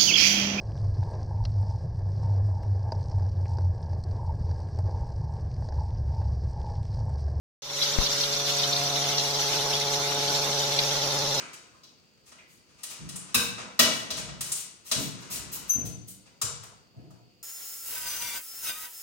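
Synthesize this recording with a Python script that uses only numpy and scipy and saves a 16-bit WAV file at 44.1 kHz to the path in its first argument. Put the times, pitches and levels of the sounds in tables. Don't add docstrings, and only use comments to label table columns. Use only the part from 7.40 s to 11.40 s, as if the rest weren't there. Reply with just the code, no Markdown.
import sys
import numpy as np
from scipy import signal
from scipy.fft import rfft, irfft
from scipy.io import wavfile
from scipy.ndimage import uniform_filter1d, map_coordinates

SR = 44100
rng = np.random.default_rng(int(sys.argv[2]) if len(sys.argv) > 2 else 0)


def pcm_store(signal):
    levels = np.round(np.clip(np.atleast_2d(signal), -1, 1) * 32767)
    wavfile.write(sys.argv[1], SR, levels.astype(np.int16).T)


N = 176400
T = np.arange(N) / SR
FREQS = np.maximum(np.arange(N // 2 + 1) * SR / N, 1)

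# t/s, rate/Hz
MOTOR_SPEED = [(.9, 141.9), (3.2, 141.65), (3.9, 141.45)]


def undb(db):
    return 10 ** (np.asarray(db) / 20)


def unit(x):
    return x / np.sqrt(np.mean(x ** 2))


def curve(rows):
    times, *columns = np.array(rows, float).T
    return np.squeeze([np.interp(T, times, column) for column in columns])


def response(points):
    hz, db = np.array(points, float).T
    return undb(np.interp(np.log(FREQS), np.log(hz), db))


def shape(x, gain):
    return irfft(rfft(x) * gain, N)


def noise():
    return rng.standard_normal((2, N))


def wander(rate_hz):
    times = T[::40]
    hz = np.arange(len(times) // 2 + 1) * SR / N
    spectrum = rfft(rng.standard_normal(len(times))) / np.sqrt(1 + (2 * hz / rate_hz) ** 4)
    return np.interp(T, times, unit(irfft(spectrum, len(times))))


def spread(pair, likeness):
    mid = shape(pair[0], np.sqrt((1 + likeness) / 2))
    side = shape(pair[1], np.sqrt((1 - likeness) / 2))
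    return np.array([mid + side, mid - side])


def add(out, sound, at):
    index = int(at * SR) - sound.shape[1] // 2 + np.arange(sound.shape[1])
    inside = (index >= 0) & (index < N)
    out[:, index[inside]] += sound[:, inside]


def motor_hum(cycles, waver_hz=15.6, right_lag_s=0.00012):
    # t/s, swing/Hz
    swing = [(.55, 4), (1.05, 0.58), (1.4, 2.7), (2.1, 4.5), (2.7, 1.7), (3.25, 4.6), (3.9, 6.4)]
    # t/s, then relative level/dB of harmonics 1, 3, 4, 5, 6
    main_levels = [(.5, -45, -45.5, -40, -59, -50), (1.1, -41, -40.5, -37.5, -41.5, -51.5),
                   (1.45, -37, -42.5, -39.5, -35, -43.5), (2.05, -40.5, -38.5, -41, -41.5, -38.5),
                   (2.7, -39.5, -36, -37.5, -39, -37), (3.3, -38.5, -39, -36.5, -41.5, -38.5),
                   (3.9, -37, -40, -36, -44.5, -38)]
    # harmonic, level/dB relative to it
    weak_tones = [(2, -10), (7, -10.5), (8, -17.5), (9, -14), (10, -14.5)]
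    waver = curve(swing) * np.sin(2 * np.pi * np.cumsum(waver_hz + 0.48 * wander(1.3)) / SR)
    lag = np.array([[0], [right_lag_s]]) * curve(MOTOR_SPEED)
    phase = cycles + np.cumsum(waver) / SR - lag
    levels = curve(main_levels)
    tones = list(zip((1, 3, 4, 5, 6), levels))
    tones += [(harmonic, levels[0] + db) for harmonic, db in weak_tones]
    pan_db = np.array([[-0.18], [0.18]])
    hum = sum(undb(db + harmonic * pan_db) * np.cos(2 * np.pi * harmonic * phase)
              for harmonic, db in tones)
    return np.sqrt(2) * hum * undb(-2 + wander(80))


def casing_buzz(cycles, flutter_db=2.5):
    # harmonic, relative level/dB
    tones = [(9, -8), (10, -8), (20, -5), (23, -2), (25, 2), (28, -2), (29, -4), (30, 3), (39, -1),
             (41, 3.5), (42, -1)]
    buzz = 0
    for harmonic, db in tones:
        gain = undb(db + flutter_db * wander(11))
        buzz = buzz + gain * np.cos(2 * np.pi * (harmonic * cycles + rng.random((2, 1))))
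    return buzz * undb(-45.5)


def motor_rasp(cycles, centre_hz=1910, width_octaves=0.82, sharpness=3.5):
    octaves = np.log2(FREQS / centre_hz)
    scrape = shape(noise(), 1 / np.sqrt(1 + (octaves / width_octaves) ** 4))
    pulses = np.exp(sharpness * np.cos(2 * np.pi * cycles))
    return unit(scrape * pulses) * undb(-46)


def jet(drops_per_s=5000, drop_share=0.11, surge_db=1.11):
    # f/Hz, relative level/dB
    colour = [(650, -34), (1350, -9.5), (1750, -9), (3110, -5.5), (3700, 0), (4740, -3), (5720, 1.5),
              (7140, -8), (8160, -16), (11000, -17), (14000, -19), (15500, -23)]
    # f/Hz, likeness
    alike = [(1600, 0.12), (2500, -.21), (3500, 0.4), (5000, -.25), (6500, .2), (11000, -0.12)]
    ticks = (rng.random((2, N)) < drops_per_s / SR) * np.sign(noise())
    drops = ticks * undb(2 * np.minimum(rng.exponential(size=(2, N)), 5))
    spray = np.sqrt(1 - drop_share) * noise() + np.sqrt(drop_share) * unit(drops)
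    spray = spread(spray, np.interp(FREQS, *np.array(alike).T))
    bass_cut = 1 / np.sqrt(1 + (1100 / FREQS) ** 8)
    spray = compression_warble(shape(spray, response(colour) * bass_cut))
    pan = undb([[-0.025], [0.025]])
    return pan * unit(spray) * undb(-28.5 + surge_db * wander(24))


def compression_warble(hiss, rate_hz=45):
    frames = dict(fs=SR, nperseg=512, noverlap=384)
    hz, times, cells = signal.stft(hiss, **frames)
    db = 0
    for depth_db, width_hz in ((0.46, 1486), (4.5, 170)):
        wobble = rng.standard_normal(cells.shape[1:])
        wobble = uniform_filter1d(wobble, round(width_hz / hz[1]), axis=0)
        wobble = uniform_filter1d(wobble, round(1 / rate_hz / times[1]), axis=1)
        db = db + depth_db * np.minimum(unit(wobble), 1.3)
    return signal.istft(cells * undb(db), **frames)[1][:, :N]


def echoes(spray, sway_hz=1.17):
    # delay/s, typical drift/s, level/dB relative to the direct sound
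    bounces = [(.0014, 0.000088, -12.5), (.0052, .00012, -2.5)]
    out, power = spray, 1
    for delay, drift, db in bounces:
        late = [map_coordinates(side, [(T - delay - drift * wander(sway_hz)) * SR], mode="mirror")
                for side in spray]
        out = out + undb(db) * np.array(late)
        power += undb(db) ** 2
    return out / np.sqrt(power)


def water_rush(wide_above_hz=1020, churn_db=2.5):
    # f/Hz, relative level/dB
    colour = [(70, -5.5), (120, -4.5), (200, -1), (350, -0.5), (700, 0.5), (1100, 3), (1600, -5),
              (2500, -27.5)]
    water = spread(noise(), 1 / (1 + (FREQS / wide_above_hz) ** 4))
    return unit(shape(water, response(colour))) * undb(-41 + churn_db * wander(29))


def splash(hz, spread_s, bubbles=12, spread_octaves=0.2354, decay_cycles=19.6):
    t = np.arange(-2048, 2048) / SR
    pitch, when = np.clip(rng.standard_normal((2, bubbles, 1, 1)), -2, 2)
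    cycles = np.maximum(t - spread_s * when, 0) * hz * 2 ** (spread_octaves * pitch)
    envelope = (1 - np.exp(-cycles)) * np.exp(-cycles / decay_cycles)
    rings = envelope * np.sin(2 * np.pi * (cycles + rng.random((bubbles, 2, 1))))
    cluster = rings.sum(axis=0)
    power = uniform_filter1d(np.mean(cluster ** 2, axis=0), size=130)
    return cluster / np.sqrt(power.max())


def spits(small_count=300):
    # t/s, relative level/dB, centre f/Hz, spread in time/s
    bursts = [(0.428, -20, 4090, 0.0061), (0.668, -24, 4290, 0.0062), (.727, -26, 5200, .006),
              (.812, -24, 4490, 0.0036), (.837, -22, 4400, 0.0021), (1.189, -24.5, 4210, 0.01),
              (1.238, -22, 4210, 0.0052), (1.33, -21, 4190, 0.0031), (1.364, -23, 4500, .001),
              (1.782, -19.5, 4800, 0.0012), (1.796, -24.5, 4500, 0.0027), (2.187, -32, 3250, 0.00103),
              (2.333, -25, 3680, .007), (2.882, -25.5, 4140, 0.0029), (3.3883, -16, 4390, 0.00032),
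              (3.39, -24.5, 2920, .001), (3.829, -35, 3970, .001), (3.989, -26, 4660, 0.0066)]
    out = np.zeros((2, N))
    for at, db, hz, spread_s in bursts:
        add(out, splash(hz, spread_s) * undb(db - 0.5), at)
    scatter = np.clip(rng.standard_normal((small_count, 2)), -2, 2)
    times = rng.random(small_count) * N / SR
    for at, (pitch, size) in zip(times, scatter):
        small = splash(hz=4710 * 2 ** (0.216 * pitch), spread_s=0.002, bubbles=3)
        add(out, small * undb(-33 + 2 * size), at)
    return out


def wind(puff_at_s=0.5866, puff_hz=26.6, rise_s=0.00033, decay_s=0.015, tick_hz=2100, gust_db=7):
    # f/Hz, relative level/dB
    colour = [(15, 10), (35, -22), (70, -5), (150, -47), (400, -46)]
    # t/s, level/dB
    strength = [(.5, -72), (.66, -48), (.9, -59), (1.3, -72), (3.2, -79), (3.9, -56)]
    rumble = unit(shape(noise(), response(colour)))
    left, right = rumble * undb(curve(strength) + gust_db * wander(17))
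    age = np.maximum(T - puff_at_s, 0)
    envelope = (1 - np.exp(-(age / rise_s) ** 2)) * np.exp(-age / decay_s)
    puff = -0.4 * envelope * np.cos(2 * np.pi * puff_hz * age)
    tick = 2 * undb(-24) * np.exp(-age / 0.001) * np.sin(2 * np.pi * tick_hz * age)
    return np.array([left + puff + tick, right * undb(-27)])


def scene():
    cycles = np.cumsum(curve(MOTOR_SPEED)) / SR
    motor = motor_hum(cycles) + casing_buzz(cycles) + motor_rasp(cycles)
    return motor + echoes(jet()) + spits() + water_rush() + wind()


def record(dry, start_s=0.221, top_hz=15600):
    # f/Hz, width/Hz, level/dB
    dips = [(6700, 60, -5), (7350, 65, -7.5), (8070, 82, -17)]
    # t/s, level/dB
    fade_in = [(.222, -13.5), (.26, -10.5), (.3, -7), (.36, -3), (.41, 0)]
    dips_db = sum(db * np.exp(-((FREQS - hz) / width) ** 2) for hz, width, db in dips)
    faded = shape(dry, undb(dips_db)) * undb(curve(fade_in)) * (T > start_s)
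    treble_cut = signal.ellip(16, 0.2, 100, top_hz, fs=SR, output="sos")
    return signal.sosfilt(treble_cut, faded)


dry = scene()
out = record(dry)
pcm_store(out)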